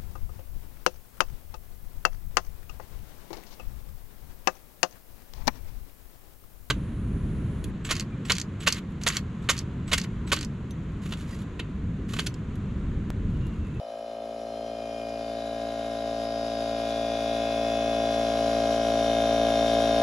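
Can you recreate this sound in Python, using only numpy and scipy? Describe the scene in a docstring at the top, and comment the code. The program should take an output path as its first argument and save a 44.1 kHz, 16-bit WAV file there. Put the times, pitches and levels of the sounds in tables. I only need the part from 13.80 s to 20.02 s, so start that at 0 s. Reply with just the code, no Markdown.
"""A soft, fast piston throb comes first, with loose covers buzzing in bursts, and grows to a loud clatter.
A small cordless compressor fills its tank on a concrete workshop floor, microphone at arm's length.
Its motor holds its speed; once a turn a reed valve flutters, and every part but the buzz gets louder.
Gears, clatter and whine follow the crank, and resonance after resonance sings as the tank fills.
Shaped noise makes the air rushing through the valves and cooling fan; the machine stands slightly left."""
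import sys
import numpy as np
from scipy import signal
from scipy.fft import rfft, irfft
from scipy.io import wavfile
from scipy.ndimage import uniform_filter1d

SR = 44100
rng = np.random.default_rng(int(sys.argv[2]) if len(sys.argv) > 2 else 0)


def inscribe(sig):
    """Save sig as 16-bit PCM at rate SR to the path in sys.argv[1].

    A 1-D sig is mono; a 2-D sig holds one channel per row.
    Samples are clipped to [-1, 1] before scaling.
    """
    pcm = np.round(np.clip(np.atleast_2d(sig).T, -1, 1) * 32767)
    wavfile.write(sys.argv[1], SR, pcm.astype(np.int16))


N = 274302
T = np.arange(N) / SR
BINS = np.fft.rfftfreq(N, 1 / SR)
EARS = np.array([[1], [-1]])  # left, right
CRANK_HZ = 56.6

# The drive's strongest tones, each locked to the nearest multiple of crank speed:
# (frequency [Hz], relative level at low pressure [dB], relative level at high pressure [dB])
WHINE_TONES = [(2150, -31.5, -28), (2207, -40, -31), (2434, -29.5, -30), (2490, -31.5, -35),
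               (2547, -47, -30.5), (2604, -46, -39), (2716, -36, -31.5), (2886, -45, -34),
               (3000, -28.5, -31), (3170, -41, -36), (3226, -54, -36), (3453, -36.5, -29.5),
               (3575, -39, -33.5), (3622, -49, -39.5), (3736, -38.5, -30.5), (3817, -47, -28),
               (4490, -35.5, -51), (4790, -43, -41.5), (4948, -33.5, -37), (4960, -38.5, -39),
               (5160, -35, -34), (5530, -40.5, -31.5), (5760, -55, -34.5), (5930, -57, -33)]
WHINE_ORDERS = np.round(np.array(WHINE_TONES)[:, 0] / CRANK_HZ)

# Knocks within one turn, as the piston, its link and the valves change direction, each ringing its own part:
# (moment [share of the turn], relative level [dB], frequency [Hz], width [Hz])
TURN_KNOCKS = [(0.056, -4, 5940, 700), (0.065, -9, 1770, 700), (0.315, -1, 2160, 920),
               (0.407, 0, 3780, 990), (0.415, -5, 6850, 1790), (0.585, -3.5, 3000, 1300),
               (0.654, -7, 5080, 790), (0.819, -6.5, 2460, 596), (0.845, 1.5, 5830, 600)]


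def undb(db):
    """Decibels to gain."""
    return 10 ** (np.asarray(db) / 20)


def unit(x):
    """Scale to an rms of one."""
    return x / np.sqrt(np.mean(x ** 2))


def read(points, hz):
    """Value of a (Hz, value) table on a log-frequency axis."""
    table_hz, value = np.transpose(points)
    return np.interp(np.log(np.maximum(hz, 1)), np.log(table_hz), value)


def colour(x, points):
    """Filter by a (Hz, dB) table."""
    return irfft(rfft(x) * undb(read(points, BINS)), N)


def walk(rate):
    """Slow chance: a new random level `rate` times a second, joined by lines."""
    steps = rng.standard_normal(2048)
    return 1.12 * np.interp(T * rate + rng.random(), np.arange(len(steps)), steps)


def swell(t, start, end, fade):
    """A plateau in time: rises around `start`, falls around `end`, all in seconds."""
    rise = (1 + np.tanh((t - start) / fade)) / 2
    fall = (1 - np.tanh((t - end) / fade)) / 2
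    return rise * fall


def build_up(slack_db, build_s):
    """A shortfall in dB that dies away exponentially from the start."""
    return slack_db * np.exp(-T / build_s)


def noise_band(noise, centre_hz, sigma_hz):
    """Noise kept to a bell-shaped band, at an rms of one."""
    bell = np.exp(-((BINS - centre_hz) / sigma_hz) ** 2 / 2)
    return unit(irfft(rfft(noise) * bell, N))


def knock_force(angle, at, decay_turns=0.068):
    """Force of one knock over a turn (0-1): it starts sharply and dies away."""
    return np.exp(-((angle - at) % 1) / decay_turns)


def knock_shape(angle):
    """Force of all the knocks over one turn."""
    return sum(undb(db) * knock_force(angle, at) for at, db, hz, width in TURN_KNOCKS)


def knock_overtones(ceiling=0.97):
    """One turn of the knocks as overtones of about unit size: each is a short ragged rattle in its own band."""
    angle = np.arange(1024) / 1024
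    overtone_hz = np.arange(len(angle) // 2 + 1) * CRANK_HZ
    rattle = 0
    for at, db, hz, width in TURN_KNOCKS:
        burst = rfft(knock_force(angle, at) * rng.standard_normal(len(angle)))
        rattle = rattle + undb(db) * burst / (1 + ((overtone_hz - hz) / (width / 2)) ** 2)
    # even out the spectrum against its neighbourhood, keeping the gaps
    size = abs(rattle) / np.sqrt(uniform_filter1d(abs(rattle) ** 2, size=9))
    return np.minimum(size, ceiling) * np.exp(1j * np.angle(rattle))


def fan():
    """The cooling fan's fine top hiss: turbulence noise in one high band."""
    return noise_band(rng.standard_normal(N), centre_hz=10400, sigma_hz=1300)


def ring_casing(x):
    """Lift each narrow resonance of the pump casing."""
    # Casing resonances that the air rings: (frequency [Hz], width [Hz], lift [dB])
    casing = [(2440, 58, 0), (3180, 57, 8), (3580, 38, 13), (3990, 44, 15.5), (4850, 46, 11),
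              (5300, 60, 14), (5710, 30, 17), (6730, 62, 9), (7130, 51, 7.5), (10450, 100, 4)]
    lift_db = sum(db / (1 + ((BINS - hz) / (width / 2)) ** 2) for hz, width, db in casing)
    return irfft(rfft(x) * undb(lift_db), N)


def air(turns, puff=0.084, puff_at=0.37, flicker_db=1.02, tick=0.2):
    """Fan and valve hiss through the casing, swelling a little once a turn and spitting at each knock."""
    # Noise colour of the hiss; near 8.2 kHz the middle drops away deeply, leaving mostly the wide side part:
    # (frequency [Hz], relative level per Hz [dB])
    hiss_colour = [(30, -4), (130, -6), (300, 6), (650, -20), (950, -0.5), (1400, 1.5), (1900, -2.5),
                   (2600, 1.5), (3600, -0.5), (4500, -3), (6800, -6), (7450, -9.5), (8200, -76),
                   (8900, -10.5), (11200, -10.5), (13500, -29)]
    # Side over mid of the hiss, wide around the notch: (frequency [Hz], level difference [dB])
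    hiss_width = [(60, -27), (1000, -27), (1600, 9), (4000, -34), (6200, -31), (7450, 13.5), (8200, 18.5),
                  (8900, 16.5), (10300, -25), (11000, -16)]
    mid, side = rng.standard_normal((2, N))
    gate = 1 + puff * np.cos(2 * np.pi * (turns - puff_at)) + tick * knock_shape(turns)
    gate = gate * undb(flicker_db * walk(40))
    stereo = mid + EARS * colour(side, hiss_width)
    return unit(ring_casing(colour(stereo * gate, hiss_colour)))


def buzz(turns, slop_rad=0.3, ears_rad=0.4, fade_s=0.016):
    """Once a turn the drive knocks a loose cover, with uneven force and timing; it rings in a narrow band."""
    # Loose covers that buzz for a while; the bands are 0.54 of the width scale at their -6 dB points:
    # (start [s], end [s], frequency [Hz], width scale [Hz], level [dB], force scatter, either sign [dB])
    covers = [(-0.1, 0.557, 3055, 130, -68, -2.5), (-0.1, 0.22, 1600, 90, -63, 4),
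              (0.06, 0.45, 4140, 150, -69, 3), (0.648, 0.96, 4180, 160, -64, 0),
              (0.75, 1.251, 3160, 140, -59.5, 1), (1.42, 1.75, 3590, 110, -61, 2),
              (1.55, 1.72, 3930, 150, -59, 0.5), (1.55, 2.25, 3900, 170, -59, 2.5)]
    out = 0
    for start, end, hz, width, db, scatter_db in covers:
        moments = np.interp(np.arange(2, int(turns[-1]) - 1) + rng.random(), turns, T)
        late, force = rng.standard_normal((len(moments), 2)).T
        late_s = late * slop_rad / (2 * np.pi * hz)
        knocks = np.zeros(N)
        knocks[np.round((moments + late_s) * SR).astype(int)] = undb(scatter_db * force)
        # opposite phase shifts set the two ears apart
        band = np.exp(1j * ears_rad * EARS) / (1 + 1j * (BINS - hz) / (0.27 * width)) ** 2
        ringing = unit(irfft(rfft(knocks) * band, N))
        out = out + undb(db) * swell(T, start, end, fade_s) * ringing
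    return out


def drive_tone(turns, k, flicker_db=3.0, jitter=0.3, smear=3.2, stray=0.73, beam_hz=1450):
    """One multiple of crank speed, unsteady from play in the drive; short waves reach the ears out of step."""
    # jitter, smear and stray scale phase offsets [rad]
    apart = stray * (k * CRANK_HZ > beam_hz) * np.tanh(2 * walk(0.49)) * EARS
    phase = 2 * np.pi * (k * turns % 1) + smear * rng.standard_normal() + jitter * walk(45) + apart
    return np.sqrt(2) * undb(flicker_db * walk(14)) * np.cos(phase.astype(np.float32))


def knock_tone(turns, knocks, k, flicker_db, jitter):
    """A drive tone timed so that it joins its neighbours in the knocks."""
    timed_turns = turns + np.angle(knocks[k]) / (2 * np.pi * k)
    return drive_tone(timed_turns, k, flicker_db, jitter, smear=0)


def singing_db(hz):
    """Lift that a drive tone gets while a resonance near its multiple of crank speed sings."""
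    # Resonances that the drive excites in turn as the tank fills, moved to the nearest multiple of crank speed:
    # (start [s], end [s], fade [s], frequency [Hz], width [Hz], lift [dB])
    resonances = [(0.9, 1.43, 0.11, 2434, 60, 11), (0.847, 1.65, .1, 4981, 40, 10),
                  (1.12, 1.85, .12, 4528, 70, 12), (1.2, 3.6, .15, 4811, 50, 12.5),
                  (1.4, 3.8, .15, 3736, 60, 8), (2.154, 2.8, .08, 5207, 90, 9),
                  (2.35, 3.056, 0.18, 4924, 60, 13.5), (2.8, 4.72, 0.35, 3453, 60, 10),
                  (2.9, 3.75, 0.15, 2434, 40, 5.5), (3.4, 4.4, 0.28, 2547, 70, 9),
                  (3.3, 4.4, .2, 2604, 50, 5.5), (3.1, 5.1, 0.13, 4981, 40, 11.5),
                  (4.5, 5.8, 0.26, 5717, 70, 11), (4.6, 6.05, .2, 3226, 40, 9),
                  (5.083, 6.4, 0.13, 3622, 24.8, 18.5), (5.802, 6.4, .15, 3736, 50, 2)]
    t = T[::64]  # the lift moves slowly, so a coarse time grid will do
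    lift = 0
    for start, end, fade, centre, width, db in resonances:
        locked_hz = np.round(centre / CRANK_HZ) * CRANK_HZ
        nearness = 1 / (1 + ((hz - locked_hz) / (width / 2)) ** 2)
        lift = lift + db * swell(t, start, end, fade) * nearness
    return np.interp(T, t, lift)


def gears(turns, load, mesh_at=0.35):
    """Gear hum, partly repeating only every second turn, changes colour as the piston's load comes on."""
    # Gear tones: (multiple of crank speed, relative level lightly loaded [dB], relative level fully loaded [dB])
    gear_tones = [(14.5, -55, -54), (15.5, -63, -68), (16, -50, -61), (16.5, -65, -69), (17, -52, -56),
                  (17.5, -58, -64), (18, -56, -47), (18.5, -60, -62), (19, -55, -54), (19.5, -56, -56),
                  (20, -71, -61), (20.5, -69, -72), (21, -57, -60), (21.5, -51, -53), (22, -59, -66),
                  (22.5, -66, -65), (23, -51, -58), (23.5, -61, -62), (24, -57, -55), (25, -60, -50),
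                  (26, -71, -60), (28, -52, -49.5), (29, -62, -46.5), (30, -63, -58), (31, -60, -68),
                  (33, -57, -52.5), (37, -66, -59)]
    out = 0
    for k, light_db, full_db in gear_tones:
        gain = undb(light_db + load * (full_db - light_db))
        out = out + gain * drive_tone(turns - mesh_at, k, flicker_db=0.7, jitter=0.27, smear=1.0)
    return out


def clatter(turns, knocks, patchy_db=6.5, flicker_db=3.3, jitter_per_khz=0.13):
    """Knocks repeating every turn make a dense ragged comb between the whines, less exact towards the top."""
    # The drive's clatter: (frequency [Hz], relative level [dB])
    clatter_colour = [(1920, -4), (1990, -30), (2100, -1), (2900, 9), (3300, 5.5), (3850, -3), (4300, 4),
                      (4700, 1), (5200, 6), (5900, -2), (6300, 2), (7400, -11)]
    out = 0
    for k in np.setdiff1d(np.arange(34, 130), WHINE_ORDERS):
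        hz = k * CRANK_HZ
        db = read(clatter_colour, hz) + singing_db(hz) + patchy_db * np.tanh(walk(0.88))
        tone = knock_tone(turns, knocks, k, flicker_db, jitter_per_khz * hz / 1000)
        out = out + undb(db) * abs(knocks[k]) * tone
    return unit(out)


def whine(turns, knocks, waver_db=1.1, pressure_from_s=0.48, pressure_full_s=3.3):
    """The drive's strongest tones shift in weight with pressure; each swells while its resonance sings."""
    pressure = np.interp(T, [pressure_from_s, pressure_full_s], [0, 1])
    out = 0
    for k, (hz, low_db, high_db) in zip(WHINE_ORDERS, WHINE_TONES):
        db = low_db + pressure * (high_db - low_db) + singing_db(k * CRANK_HZ) + waver_db * walk(1.55)
        out = out + undb(db) * knock_tone(turns, knocks, int(k), flicker_db=1.0, jitter=0.2)
    return out


def stroke(angle, open_share=0.645, push_at=0.675, early=0.435):
    """Air flow over one turn (0-1): gentle as the valve lifts, full late in the stroke, then shut."""
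    travel = angle / open_share
    return (travel < 1) * (early + (1 - early) / (1 + np.exp(-(travel - push_at) * 20)))


def valve_rasp(turns, linger=0.36):
    """Turbulence in the open valve rasps near the reed's flutter, new on every stroke, lingering between."""
    gusts = rng.standard_normal(N) * (linger + stroke(turns % 1))
    return noise_band(gusts, centre_hz=630, sigma_hz=170)


def valve_burst(flutter_hz=688, gulp=0.14, gulp_turns=0.175):
    """One turn of the valve, as overtones: a soft gulp around its opening, then the reed's flutter."""
    angle = np.arange(1024) / 1024
    flutter = stroke(angle) * np.sin(2 * np.pi * flutter_hz / CRANK_HZ * angle)
    from_opening = (angle + 0.5) % 1 - 0.5
    return -rfft(flutter + gulp * np.exp(-(from_opening / gulp_turns) ** 2))


def pump(turns, load, ring_db, thump_db, thump_top_hz=480, waver_db=0.24, weak_waver=0.023,
         push_from_s=0.26, push_full_s=0.88, early_push_db=-4, limp=0.022, stroke_db=0.44):
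    """The reed flutters while air flows; the housing weights each overtone of that repeating burst."""
    # What the housing passes at low pressure: (multiple of crank speed, relative level [dB])
    housing_light = [(1, -16), (2, -17), (3, -34.5), (4, -8.5), (5, -9.5), (6, -33), (7, -11), (8, -12),
                     (9, -5), (10, 3), (11, 2.5), (12, 4.5), (13, -5), (14, -8.5), (15, -33)]
    # What it passes at high pressure: (multiple of crank speed, relative level [dB])
    housing_full = [(1, -14), (2, -15.5), (3, -28.5), (4, -8.5), (5, -6.5), (6, -27.5), (7, -15.5),
                    (8, -12), (9, -15.5), (10, 1.5), (11, 0.5), (12, 4.5), (13, -10.5), (14, -6.5),
                    (15, -23)]
    burst = valve_burst()
    light_db, full_db = np.array(housing_light)[:, 1:], np.array(housing_full)[:, 1:]
    gains = undb(light_db + load * (full_db - light_db))
    orders = np.arange(1, len(gains) + 1)
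    low = orders * CRANK_HZ < thump_top_hz
    # the low overtones (thump) and the rest (ring) each get a level of their own
    thump = undb(thump_db) / np.linalg.norm(gains[low], axis=0)
    ring = undb(ring_db) / np.linalg.norm(gains[~low], axis=0)
    # the two deepest overtones start weaker and reach full level within the first second
    push = undb(np.interp(T, [push_from_s, push_full_s], [early_push_db, 0]))
    out = 0
    for k, gain, is_low in zip(orders, gains, low):
        size = gain * undb(waver_db * walk(22)) * (push if k <= 2 else 1)
        size = size + weak_waver * k / len(gains) * walk(25)
        overtone = np.cos(2 * np.pi * k * turns + np.angle(burst[k]))
        out = out + size * (thump if is_low else ring) * overtone
    # the gearing makes every second stroke a little stronger, and no two strokes push alike
    return np.sqrt(2) * out * (1 + limp * np.cos(np.pi * turns)) * undb(stroke_db * walk(CRANK_HZ))


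def place(x):
    """The machine stands slightly left of the microphone, by a level difference for each frequency."""
    # Left minus right: (frequency [Hz], level difference [dB])
    balance = [(60, 1.5), (110, 1.0), (200, 0), (360, 5), (660, 2.0), (1190, -0.5), (2170, 0), (3950, 8),
               (7180, 0), (13000, 0.5)]
    return irfft(rfft(x) * undb(EARS * read(balance, BINS) / 2), N)


def scene(start_angle=0.585, wander_turns=0.0027, shake_turns=0.00014, load_from_s=0.71, load_full_s=1.8,
          piston_db=-6.5, rasp_db=-22, gear_db=23, clatter_db=-22.0, air_db=-18.0, fan_db=-40):
    """All parts but the buzzing covers rise with one loudness curve; all but the fan follow one crank."""
    # Overall loudness, rising throughout: (time [s], level of the valve's ring [dB])
    loudness = [(0.05, -37.5), (0.64, -36), (4.23, -26.5), (6.15, -23)]
    loudness_db = np.interp(T, *np.transpose(loudness))
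    # these parts start further below their working level
    thump_db = loudness_db + build_up(slack_db=-12.5, build_s=0.32)
    drive_db = loudness_db + build_up(slack_db=-17, build_s=0.9)
    hiss_db = loudness_db + build_up(slack_db=-3.5, build_s=0.85)
    turns = CRANK_HZ * T + start_angle + wander_turns * walk(1.457) + shake_turns * walk(46)
    load = np.interp(T, [load_from_s, load_full_s], [0, 1])
    knocks = knock_overtones()
    machine = undb(loudness_db + fan_db) * fan()
    machine = machine + undb(hiss_db + air_db) * air(turns)
    machine = machine + buzz(turns)
    machine = machine + undb(loudness_db + gear_db) * gears(turns, load)
    machine = machine + undb(drive_db + clatter_db) * clatter(turns, knocks)
    machine = machine + undb(loudness_db) * whine(turns, knocks)
    machine = machine + undb(loudness_db + rasp_db) * valve_rasp(turns)
    machine = machine + pump(turns, load, loudness_db, thump_db + piston_db)
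    return place(machine)


def record(dry, top_hz=13600):
    """The phone cuts the top with a steep low-pass."""
    return signal.sosfilt(signal.ellip(8, 0.2, 70, top_hz, fs=SR, output="sos"), dry)


dry = scene()
out = record(dry)
inscribe(out)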